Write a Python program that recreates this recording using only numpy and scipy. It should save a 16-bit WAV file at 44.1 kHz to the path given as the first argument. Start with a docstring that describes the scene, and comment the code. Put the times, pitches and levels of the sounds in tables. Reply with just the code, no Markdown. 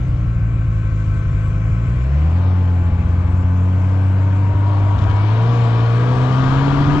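"""Tracked vehicle in deep snow

A small tracked vehicle ploughs through deep snow, heard from a microphone on board.
The engine, summed from orders of its firing rate, runs unevenly, misfires and picks up speed.
A pump and gears whine faintly as drifting tones; track and snow are shaped noise that grows with load.
A few wind buffets are short low noise thumps. The right microphone port is muffled."""
import sys
import numpy as np
from scipy import signal
from scipy.fft import rfft, irfft, next_fast_len
from scipy.io import wavfile
from scipy.ndimage import uniform_filter1d

SR = 44100
rng = np.random.default_rng(int(sys.argv[2]) if len(sys.argv) > 2 else 0)


def dump(signal):
    """Clip the signal to [-1, 1] and save it as 16-bit WAV at the path in sys.argv[1]."""
    limited = np.clip(np.atleast_2d(signal).T, -1, 1)
    pcm = np.round(limited * 32767).astype(np.int16)
    wavfile.write(sys.argv[1], SR, pcm)


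N = 308700
T = np.arange(N) / SR  # s
PADDED = next_fast_len(N + 8192)  # samples


def gain_of(db):
    """dB to gain."""
    return np.exp(np.asarray(db) * (np.log(10) / 20))


def evened(x):
    """Scales to rms 1."""
    return x / np.sqrt(np.mean(x ** 2) + 1e-20)


def read(points, hz):
    """Reads a spectrum on a log-frequency axis."""
    f, value = np.transpose(points)
    return np.interp(np.log(hz + 1), np.log(f + 1), value)


def curves(rows, t=T):
    """Reads every column of a curve table at times t."""
    s, *columns = np.transpose(rows)
    return [np.interp(t, s, c) for c in columns]


def fade(start_s, end_s, ramp_s):
    """Linear rise after start_s and fall before end_s."""
    return np.clip(np.minimum(T - start_s, end_s - T) / ramp_s, 0, 1)


def resonate(x, hz, width_hz):
    """Shifts hz down to zero, smooths, and shifts back: a resonance of gain 1."""
    turn = np.exp(2j * np.pi * hz * T)
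    r = np.exp(-np.pi * width_hz / SR)
    return 2 * (turn * signal.lfilter([1 - r], [1, -r], x / turn)).real


def ring(x, hz, width_hz):
    """Two equal resonances in series, scaled to rms 1."""
    return evened(resonate(resonate(x, hz, width_hz), hz, width_hz))


def wander(per_s, t=T):
    """Slow random curve: straight lines between normal knots, per_s knots a second."""
    knots = rng.standard_normal(800)
    return np.interp(t * per_s, np.arange(800), knots)


# level between ports: pitch_hz, left_over_right_db
PORT_BALANCE = [(60, 1), (150, 1), (270, 1.3), (400, 2.6), (580, 6.5), (900, 9), (1610, 12.5), (2780, 11.5),
                (4810, 17), (7500, 23), (9500, 13.5), (13000, 6)]
# phase between ports: pitch_hz, left_lead_rad
PORT_LEAD = [(40, -.03), (100, -.08), (300, -.2), (800, -.45), (1640, -.9), (2240, -1.7), (3360, -1.4),
             (3900, -.9), (5000, 1.2), (7150, .9), (8000, 0)]


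def ports(x):
    """One source at both ports, differing in level and phase by frequency; the mean keeps its spectrum."""
    hz = np.fft.rfftfreq(PADDED, 1 / SR)
    half = gain_of(read(PORT_BALANCE, hz) / 2) * np.exp(.5j * read(PORT_LEAD, hz))
    pair = np.array([half, 1 / half])
    return irfft(rfft(x, PADDED) * pair / abs(pair.mean(0)), PADDED)[:, :N]


# noise shared by the ports: pitch_hz, likeness_0_to_1
PORT_LIKENESS = [(40, .3), (120, .6), (250, .65), (500, .82), (1010, .55), (2030, .86), (3200, .8),
                 (4800, .55), (8330, .65), (12000, .75)]


def noise(db_field, patchy_db):
    """Two-port noise from random short-time spectra; db_field(hz, t) shapes it, port mean at rms 1."""
    frames = N // 256 + 5
    hz = np.fft.rfftfreq(1024, 1 / SR)
    a, b, c, d, patches = rng.standard_normal((frames, 513, 5)).T
    patches = uniform_filter1d(patches, size=8, axis=0)
    patches = evened(uniform_filter1d(patches, size=12, axis=1))
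    same = np.clip(read(PORT_LIKENESS, hz), -1, 1)[:, None]
    left = a + 1j * b
    right = same * left + np.sqrt(1 - same ** 2) * (c + 1j * d)
    right = right * np.exp(-1j * read(PORT_LEAD, hz))[:, None]
    half = gain_of(read(PORT_BALANCE, hz) / 2)[:, None]
    z = np.array([left * half, right / half]) / np.hypot(half, 1 / half)
    z *= gain_of(db_field(hz[:, None], np.arange(frames) * 256 / SR) + patchy_db * patches)
    out = signal.istft(z, nperseg=1024, noverlap=768)[1][:, :N]
    return out / np.sqrt(np.mean(out.mean(0) ** 2))


def steady_noise(points, patchy_db):
    """Two-port noise of one fixed spectrum."""
    return noise(lambda hz, t: read(points, hz) + 0 * t, patchy_db)


# wind buffets: centre_s, level_db
WIND_GUSTS = [(1.155, -31), (3.34, -31), (5.0, -29), (6.11, -30), (6.525, -25), (6.68, -19), (6.735, -24),
              (6.81, -24), (6.885, -21), (6.935, -25)]
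GUST_HALF_S, GUST_TOP_HZ = .008, 300


def gusts():
    """Wind on the ports: short low noise thumps, unrelated left and right."""
    band = signal.butter(2, [50, GUST_TOP_HZ], "bandpass", fs=SR, output="sos")
    air = signal.sosfilt(band, rng.standard_normal((2, N)))
    return evened(air) * sum(gain_of(db) * np.exp(-((T - s) / GUST_HALF_S) ** 2) for s, db in WIND_GUSTS)


# pump: time_s, pitch_hz, base_level_db
PUMP_CURVE = [(0, 136.3, -55.5), (.3, 134.3, -55), (1, 132.7, -51.5), (1.7, 130.8, -49.5),
              (3.1, 127.8, -49), (4.1, 127.1, -47.5), (4.6, 127.6, -51), (5.3, 124.2, -54), (7, 127.5, -79)]
# pump harmonics and other multiples: multiple, over_base_db
PUMP_MULTIPLES = [(1, 17), (4, 1.5), (5, -2), (8, 1), (8.58, -4), (12, -11), (25.8, -22)]


def pump():
    """Small pump: multiples of a sagging pitch, wavering in level and phase."""
    hz, base_db = curves(PUMP_CURVE)
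    angle = 2 * np.pi * np.cumsum(hz) / SR
    out = 0
    for k, rel_db in PUMP_MULTIPLES:
        level = gain_of(base_db + rel_db + 0.5 * wander(11.0))
        out = out + level * np.cos(k * angle + .5 * wander(15))
    return np.sqrt(2) * out


# faint tones: start_pitch_hz, end_pitch_hz, level_db, start_s, end_s
DRIFTING_TONES = [(1335, 1305, -51, -.1, 2.1), (1545, 1500, -53, -.1, 2.2), (1532, 1528, -51, .7, 2.3),
                  (1530, 1526, -54, 2.4, 5.3), (2375, 2350, -58, .5, 2.3), (2262, 2258, -62, 1, 2.3),
                  (1155, 1138, -51, 2.5, 4.7), (2160, 2200, -61, 2.5, 4.6), (2340, 2330, -60, 2.3, 4.2),
                  (2616, 2616, -63, 2.6, 4.8), (3935, 3925, -75, 0, 2.1), (4770, 4760, -70, 2, 2.7),
                  (3180, 3172, -63, 4.4, 5.4), (3770, 3770, -66, 4.4, 5.4), (3111, 3111, -56, 5.4, 6.2),
                  (3650, 3660, -62, 5.3, 6.1), (5400, 5400, -67, 5.1, 6.2)]
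# fuzzy whistles: pitch_hz, stage_width_hz, level_db, start_s, end_s
WHISTLES = [(1535, 60, -53, .3, 1.9), (1315, 50, -56, .2, 2.0), (1110, 60, -53, 0, 2.3),
            (2345, 50, -62, 0, 2.3)]


def whines():
    """Pump hum, gliding tones that waver, and whistles of narrowly resonated noise."""
    out = pump()
    for first_hz, last_hz, db, start, end in DRIFTING_TONES:
        since = T - start
        mean_hz = first_hz + (last_hz - first_hz) * since / (2 * (end - start))  # since the start
        level = fade(start, end, .3) * gain_of(db + 1.6 * wander(9))
        out += np.sqrt(2) * level * np.cos(2 * np.pi * mean_hz * since + .9 * wander(22))
    air = rng.standard_normal(N)
    for hz, width_hz, db, start, end in WHISTLES:
        level = np.sqrt(2) * gain_of(db - 3)
        out += level * fade(start, end, .3) * ring(air, hz, width_hz)
    return out


# panels rung by clatter and rush: pitch_hz, width_hz, gain_db
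HULL_PANELS = [(320, 90, -1), (468, 18, 2.5), (674, 360, -6.5), (959, 36, -2), (1157, 74, -1),
               (1210, 170, -3), (1450, 25, 0.5), (1609, 26, -3), (2320, 320, -15), (3300, 33, -24.5)]


def hull(hz, floor_db):
    """Gain of the panels at hz: resonance peaks added to a flat floor."""
    return gain_of(floor_db) + sum(gain_of(db) / (1 + (2 * (hz - f) / w) ** 2) for f, w, db in HULL_PANELS)


# engine load: time_s, load_0_to_1, firing_unevenness_db
ENGINE_LOAD = [(0, 0.13, -1), (1.9, 0.03, -1), (2.42, 0.6, -1.3), (2.9, 0.48, 0.6), (4.58, 0.61, 0.4),
               (4.72, 0.7, 1), (5.3, 0.87, 1), (6, 0.88, 0.5), (6.5, 0.91, 1.5), (7, 0.88, -3)]
# low rumble: time_s, level_db
RUMBLE_LEVEL = [(0, -34), (2, -47), (4, -40.5), (4.5, -43), (5, -29), (5.5, -37.5), (6, -34.5), (6.5, -26),
                (7, -21.5)]
RUMBLE_TOP_HZ, RUMBLE_FOOT_HZ, RUMBLE_RISE = 79.5, 35, 0.44  # edges at no load; their share of rise at full


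def rumble():
    """Low buffeting: noise between two soft edges that rise with load."""
    def shape(hz, t):
        hz = (hz + 1) / (1 + RUMBLE_RISE * curves(ENGINE_LOAD, t)[0])
        top_db = -12 * np.log2(1 + (hz / RUMBLE_TOP_HZ) ** 2)
        return top_db - 12 * np.log2(1 + (RUMBLE_FOOT_HZ / hz) ** 2)
    return noise(shape, patchy_db=1.0) * gain_of(curves(RUMBLE_LEVEL)[0])


# rush spectrum at no load: pitch_hz, density_db_per_hz
CALM_SPECTRUM = [(120, -26.5), (200, -1), (230, -4.5), (310, -8), (440, -10), (600, -17), (850, -22.5),
                 (1050, -19.5), (1420, -15.5), (1540, -19.5), (1800, -21), (2310, -18), (3000, -29),
                 (3900, -69)]
# rush spectrum at full load, before the hull: pitch_hz, density_db_per_hz
HARD_SPECTRUM = [(120, -32), (200, -25), (263, 0), (311, -10), (463, -10), (536, -20.5), (680, -7),
                 (853, -14), (966, -3.5), (1060, -13), (1630, -15.5), (2040, -21), (3000, -26),
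                 (3900, -61.5), (6600, -120)]


def rush_body():
    """Main rush: its spectrum moves with load into one rung by the hull; level evened over 0.5 s."""
    def shape(hz, t):
        load = np.clip(curves(ENGINE_LOAD, t)[0], 0, 1)
        hard_db = read(HARD_SPECTRUM, hz) + 20 * np.log10(hull(hz, floor_db=6.0))
        return (1 - load) * read(CALM_SPECTRUM, hz) + load * hard_db
    low = noise(shape, patchy_db=-1.0)
    return low / np.sqrt(uniform_filter1d(low.mean(0) ** 2, size=22050))


# time_s, rush_db, roar_db, spray_db, hiss_db
RUSH_LEVELS = [(0, -39, -49, -59, -63), (.47, -40.5, -52, -62.5, -65), (1, -39.5, -59, -59, -61.5),
               (1.9, -37.5, -50, -59, -60.5), (2.2, -35.5, -46.5, -54.5, -63), (2.45, -36.5, -40, -53, -65),
               (2.8, -36.5, -48, -58.5, -63.5), (3.05, -37, -45, -56.5, -62.5),
               (3.6, -38, -46, -59.5, -61.5), (3.85, -36.5, -43.5, -56, -61), (4.6, -34, -42.5, -55, -63),
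               (4.72, -35, -36, -51, -62.5), (5, -32, -36, -51.5, -61.5), (5.3, -31, -37.5, -45, -63),
               (5.54, -29, -34, -44, -60.5), (5.85, -29.5, -37, -44.5, -60.5), (6.26, -27, -35, -43, -56),
               (6.5, -25.5, -45, -40, -57.5), (7, -23, -41, -42, -55)]
# roar near 650 Hz, spray, top hiss, growl near 1 kHz: pitch_hz, density_db_per_hz
ROAR_SPECTRUM = [(250, -42), (420, -13.5), (560, 1.5), (700, 4), (820, -0.5), (1200, -19.5), (2000, -48),
                 (6000, -130)]
SPRAY_SPECTRUM = [(1800, -18.5), (2600, -10.5), (3100, 1.5), (3500, -3), (3900, -4.5), (5000, -10.5),
                  (6500, -18.5), (8000, -31.5), (10000, -37), (13000, -55), (16000, -95)]
HISS_SPECTRUM = [(3500, -10.5), (4800, -2), (6300, 2), (7500, 4), (8000, -3), (8800, -13), (9500, -20.5),
                 (12000, -22.5), (15000, -34), (16000, -58)]
GROWL_SPECTRUM = [(600, -52.5), (850, -14.5), (920, -1), (1010, 0), (1120, -6.5), (1300, -19.5),
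                  (2000, -60)]
# growl: time_s, level_db
GROWL_LEVEL = [(0, -65), (2.2, -62), (2.42, -51), (2.8, -61), (4.1, -51), (4.6, -42), (4.75, -40.5),
               (5.2, -39), (5.5, -47.5), (6.1, -47.5), (6.5, -41), (7, -42)]
# brief treble bursts: centre_s, hiss_level_db
TREBLE_PUFFS = [(4.99, -62), (5.022, -64), (5.04, -67), (5.1, -63), (5.115, -67), (5.165, -70)]
PUFF_HALF_S, PUFF_SPRAY_DB = .006, 16  # the spray band takes this much more


def rush(turns):
    """Track and snow: noise bands following level curves, all but the rumble throbbing with the firing."""
    level_db, roar_db, spray_db, hiss_db = curves(RUSH_LEVELS)
    puffs = sum(gain_of(db) * np.exp(-((T - s) / PUFF_HALF_S) ** 2) for s, db in TREBLE_PUFFS)
    snow = rush_body() * gain_of(level_db)
    snow += steady_noise(ROAR_SPECTRUM, patchy_db=0.0) * gain_of(roar_db)
    spray_gain = gain_of(spray_db) + gain_of(PUFF_SPRAY_DB) * puffs
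    snow += steady_noise(SPRAY_SPECTRUM, patchy_db=1.5) * spray_gain
    snow += steady_noise(HISS_SPECTRUM, patchy_db=2.5) * (gain_of(hiss_db) + puffs)
    snow += steady_noise(GROWL_SPECTRUM, patchy_db=1.5) * gain_of(curves(GROWL_LEVEL)[0])
    throb = 1 + 0.032 * np.cos(2 * np.pi * turns)
    return snow * throb + rumble()


# half orders that stand out or hold back: half_order: level_db
CLATTER_ACCENTS = {7: -3, 8: -10, 10: -6, 14: 1, 16: -3, 17: -8, 19: -8, 20: -6, 21: -5, 22: -8, 23: -4, 24:
                   -10, 25: -8, 26: -6, 27: 9, 28: -8}
CLATTER_DB, CLATTER_LOAD_DB = -73, 39  # base gain at no load, rise to full load


def clatter(angle, load):
    """Valve and piston clatter: repeats every second firing, so half orders show; rings the hull."""
    t, out = T[::4], 0  # made at a quarter of the rate
    for k in range(7, 64):
        level = gain_of(CLATTER_ACCENTS.get(k, 0) + 3.8 * wander(5, t) - 6.7 * (k % 2))
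        phase = 2 * np.pi * rng.random() + 0.42 * wander(20, t)
        out = out + level * np.cos(k * angle[::4] / 2 + phase)
    out = out * gain_of(CLATTER_DB + CLATTER_LOAD_DB * load[::4])
    out = signal.resample_poly(out, up=4, down=1)
    panels = hull(np.fft.rfftfreq(PADDED, 1 / SR), floor_db=-30.5)
    return irfft(rfft(out, PADDED) * panels, PADDED)[:N]


# exhaust modes: pitch_hz, stage_width_hz, level_db
PIPE_MODES = [(110, 47, -41), (175.6, 15, -38), (290, 58, -48.5)]


def pipe(cycle, charge, chance):
    """Exhaust modes rung by one uneven kick per firing."""
    kicks = np.diff(cycle, prepend=0) * (0.18 * (charge - 1) + 0.67 * chance[cycle])
    return sum(gain_of(db) * ring(kicks, hz, width_hz) for hz, width_hz, db in PIPE_MODES)


# gear whine by its own pitch: pitch_hz, level_db
GEAR_LEVEL = [(560, -57), (680, -45), (800, -46), (905, -46), (955, -36.5), (1000, -38), (1100, -37),
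              (1150, -36), (1190, -43), (1250, -52), (1330, -46), (1400, -42)]
GEAR_ORDER = 9.65  # multiple of firing rate


def gears(hz, angle):
    """Gear whine: a wavering tone at a fixed multiple of the firing rate."""
    level = gain_of(read(GEAR_LEVEL, GEAR_ORDER * hz) + 1.3 * wander(12))
    return np.sqrt(2) * level * np.cos(GEAR_ORDER * angle + .6 * wander(25))


# firing overtones that sing out for a while: multiple, level_db, start_s, end_s
SINGING_OVERTONES = [(5, -48, 2.35, 2.85), (8.5, -53, 2.1, 2.9), (3.5, -47, 2.35, 3.4),
                     (5, -48, 3.45, 4.05), (6, -49, 3.6, 4.9), (11, -43, 4.55, 5.35), (11.5, -45, 4.6, 5.1),
                     (9, -45, 4.85, 5.35), (12.5, -43, 4.9, 5.35), (8.5, -41, 5.25, 6.0),
                     (4, -35, 5.28, 6.2), (12.5, -43, 5.6, 6.05), (10.5, -44, 5.65, 6.2),
                     (3.5, -36, 5.9, 6.7), (3, -39, 5.95, 6.35), (13, -47, 5.95, 6.35),
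                     (9.5, -37, 6.05, 6.65), (8.5, -36.5, 6.2, 7.2), (11, -40, 6.25, 6.65),
                     (12, -37.5, 6.3, 6.7), (10, -40, 6.55, 7.2), (10.5, -45, 6.6, 7.2),
                     (9, -43, 6.0, 6.35), (7.5, -43, 6.0, 6.7), (11.5, -47, 6.6, 7.2)]
SWELL_S = .12


def overtones(angle):
    """Multiples of the firing rate that swell and fade."""
    out = 0
    for k, db, start, end in SINGING_OVERTONES:
        level = fade(start, end, SWELL_S) * gain_of(db + 1.1 * wander(10))
        out = out + level * np.cos(k * angle + .4 * wander(15))
    return np.sqrt(2) * out


# firing: time_s, rate_hz
FIRING_RATE = [(0, 61.6), (.24, 59.33), (.6, 55.34), (1.21, 51.36), (1.57, 51.65), (1.98, 61.23),
               (2.18, 73.36), (2.4, 90.8), (2.5, 91.9), (2.78, 88.56), (3.04, 86.06), (3.3, 89.6),
               (4.29, 96.43), (4.7, 99.13), (4.99, 99.6), (5.21, 102.2), (5.5, 118.2), (5.6, 117.6),
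               (5.72, 114.3), (5.91, 116), (6.1, 123.9), (6.3, 127.7), (6.5, 132.7), (6.65, 138.4),
               (6.8, 141.2), (7, 147.8)]
# missed firings: time_s, nominal_depth_db
MISSED_FIRINGS = [(0.057, 18.5), (0.082, 22.5), (0.124, 12.5), (0.177, 19), (0.203, 11), (0.258, 15),
                  (0.348, 11), (0.397, 22.5), (0.42, 8.5), (0.525, 12.5), (0.579, 14), (0.643, 12.5),
                  (0.668, 18), (0.746, 9.5), (0.832, 13.5), (0.91, 16.5), (1.058, 12), (1.091, 7),
                  (1.159, 15.5), (1.233, 18.5), (1.258, 22), (1.328, 20), (1.43, 8), (1.464, 13.5),
                  (1.529, 13.5), (1.64, 6), (1.704, 17), (1.867, 18.5), (1.954, 12), (2.84, 8), (2.912, 21),
                  (2.979, 14.5), (3.026, 25), (3.041, 12.5), (3.08, 18), (3.121, 6.5), (3.167, 8),
                  (3.234, 11), (3.28, 13.5), (3.322, 14), (3.366, 5.5), (3.433, 13.5), (4.541, 22.5),
                  (4.974, 21.5), (5.008, 22), (5.085, 18), (5.132, 5.5), (6.155, 6.5), (6.296, 4.5),
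                  (6.674, 5.5), (6.795, -3), (6.959, 11.5)]
# exhaust gain on the orders: pitch_hz, gain_db
EXHAUST_GAIN = [(55, -21.5), (75, -14), (95, -14), (112, -13), (145, -16.5), (178, -23.5), (189, -25),
                (200, -35.5), (225, -35), (262, -20.5), (295, -17), (315, -15.5), (345, -24), (410, -29.5),
                (462, -24.5), (505, -19), (540, -30.5), (600, -35.5)]
# orders against the beat at no load, before the exhaust
SECOND_DB, THIRD_DB, FOURTH_DB, FIFTH_DB, SIXTH_DB = -5.5, -7.5, -31.5, -22.5, -30.5
# their change to full load
SECOND_LOAD_DB, THIRD_LOAD_DB, FOURTH_LOAD_DB, FIFTH_LOAD_DB = 1.5, -15, 13.5, -17
IDLE_DIP, DIP_PER_LOAD = .55, 1  # share of misfire depth the beat loses at no load, rise with load
SWING_PER_DB = 0.0348 * 1.6  # scale of the slow pressure swing against the beat, per dB of depth


def engine():
    """Firing beat and its orders; a misfire drops and shifts the beat and the next charge fires harder."""
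    hz, = curves(FIRING_RATE)
    load, rough_db = curves(ENGINE_LOAD)
    turns = np.cumsum(hz * (1 + 0.0032 * wander(30))) / SR  # firings so far
    angle = 2 * np.pi * turns
    cycle = turns.astype(int)
    s, depth_db = np.transpose(MISSED_FIRINGS)
    cycles = (T[::20] - s[:, None]) * np.interp(s, T, hz)[:, None]  # firings since each misfire

    def around(at, width):
        """Misfire depths as bumps, placed in firings after the miss."""
        return np.interp(T, T[::20], depth_db @ np.exp(-((cycles - at) / width) ** 2))

    def order_db(k, db, load_db):
        """Level of order k through the exhaust."""
        return db + load_db * load + read(EXHAUST_GAIN, k * hz)

    beat_db = order_db(1, 0, 0)
    second_db = order_db(2, SECOND_DB, SECOND_LOAD_DB)
    third_db = order_db(3, THIRD_DB, THIRD_LOAD_DB)
    fourth_db = order_db(4, FOURTH_DB, FOURTH_LOAD_DB)
    fifth_db = order_db(5, FIFTH_DB, FIFTH_LOAD_DB)
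    sixth_db = order_db(6, SIXTH_DB, 0)

    uneven_db = rough_db * uniform_filter1d(rng.standard_normal(2000)[cycle], size=200)
    harder_db = np.minimum(0.77 * around(1.7, 0.45), 3.)
    dip_db = np.clip(IDLE_DIP + DIP_PER_LOAD * load, 0, 1) * around(0, 0.71)
    charge = gain_of(harder_db - dip_db + uneven_db)
    slip = 0.086 * (around(0.29, 0.6) - 0.29 * around(-0.59, 0.94))  # rad
    out = -gain_of(beat_db) * charge * np.cos(angle + slip)

    swing = np.interp(T, T[::20], depth_db @ (cycles / .6 * np.exp(-(cycles / 0.47) ** 2)))
    out -= gain_of(beat_db) * SWING_PER_DB * np.clip(load, 0, 1) * swing

    # pumping goes on through a misfire
    pumping_db = second_db + np.minimum(0.46 * around(0.86, 0.35), 3.)
    pumping_db += uneven_db - 0.21 * around(-0.13, 0.28)
    out -= gain_of(pumping_db) * np.cos(2 * angle + 0.68 + 1.57 * slip)
    out -= gain_of(third_db) * np.sqrt(charge) * np.cos(3 * angle + slip + .45 * wander(14))
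    out += gain_of(fourth_db + 1.2 * wander(13.0)) * np.cos(4 * angle + 0.25 * wander(24))
    out += gain_of(fifth_db + 1.5 * wander(10)) * np.cos(5 * angle + .6 * wander(15))
    out += gain_of(sixth_db + 2 * wander(8)) * np.cos(6 * angle + .6 * wander(15))
    for k, db in [(1, -23), (3, -22.5), (5, -37)]:  # the two cylinders differ a little: half orders
        out += gain_of(beat_db + db + 1.0 * wander(26)) * np.cos(k * angle / 2 + 1.5 * wander(14))

    motor = np.sqrt(2) * out + gears(hz, angle) + overtones(angle)
    motor += clatter(angle, load) + pipe(cycle, charge, rng.standard_normal(2000))
    return motor, turns


def scene():
    """Engine and whines through the port pair, plus the rush and the wind."""
    motor, turns = engine()
    edges = np.minimum(np.minimum(T, T[::-1]) / .004, 1)  # 4 ms fades
    return ports((motor + whines()) * edges) + rush(turns) + gusts()


EDGE_HZ = 15500


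def record(dry):
    """Microphone: loud peaks round off softly, then a low-pass band limit."""
    ceiling = 1.3
    soft = ceiling * np.tanh(dry / ceiling)
    low_pass = signal.firwin(511, EDGE_HZ, window=("kaiser", 9), fs=SR)
    return signal.oaconvolve(soft, low_pass[None], "same")


dry = scene()
out = record(dry)
dump(out)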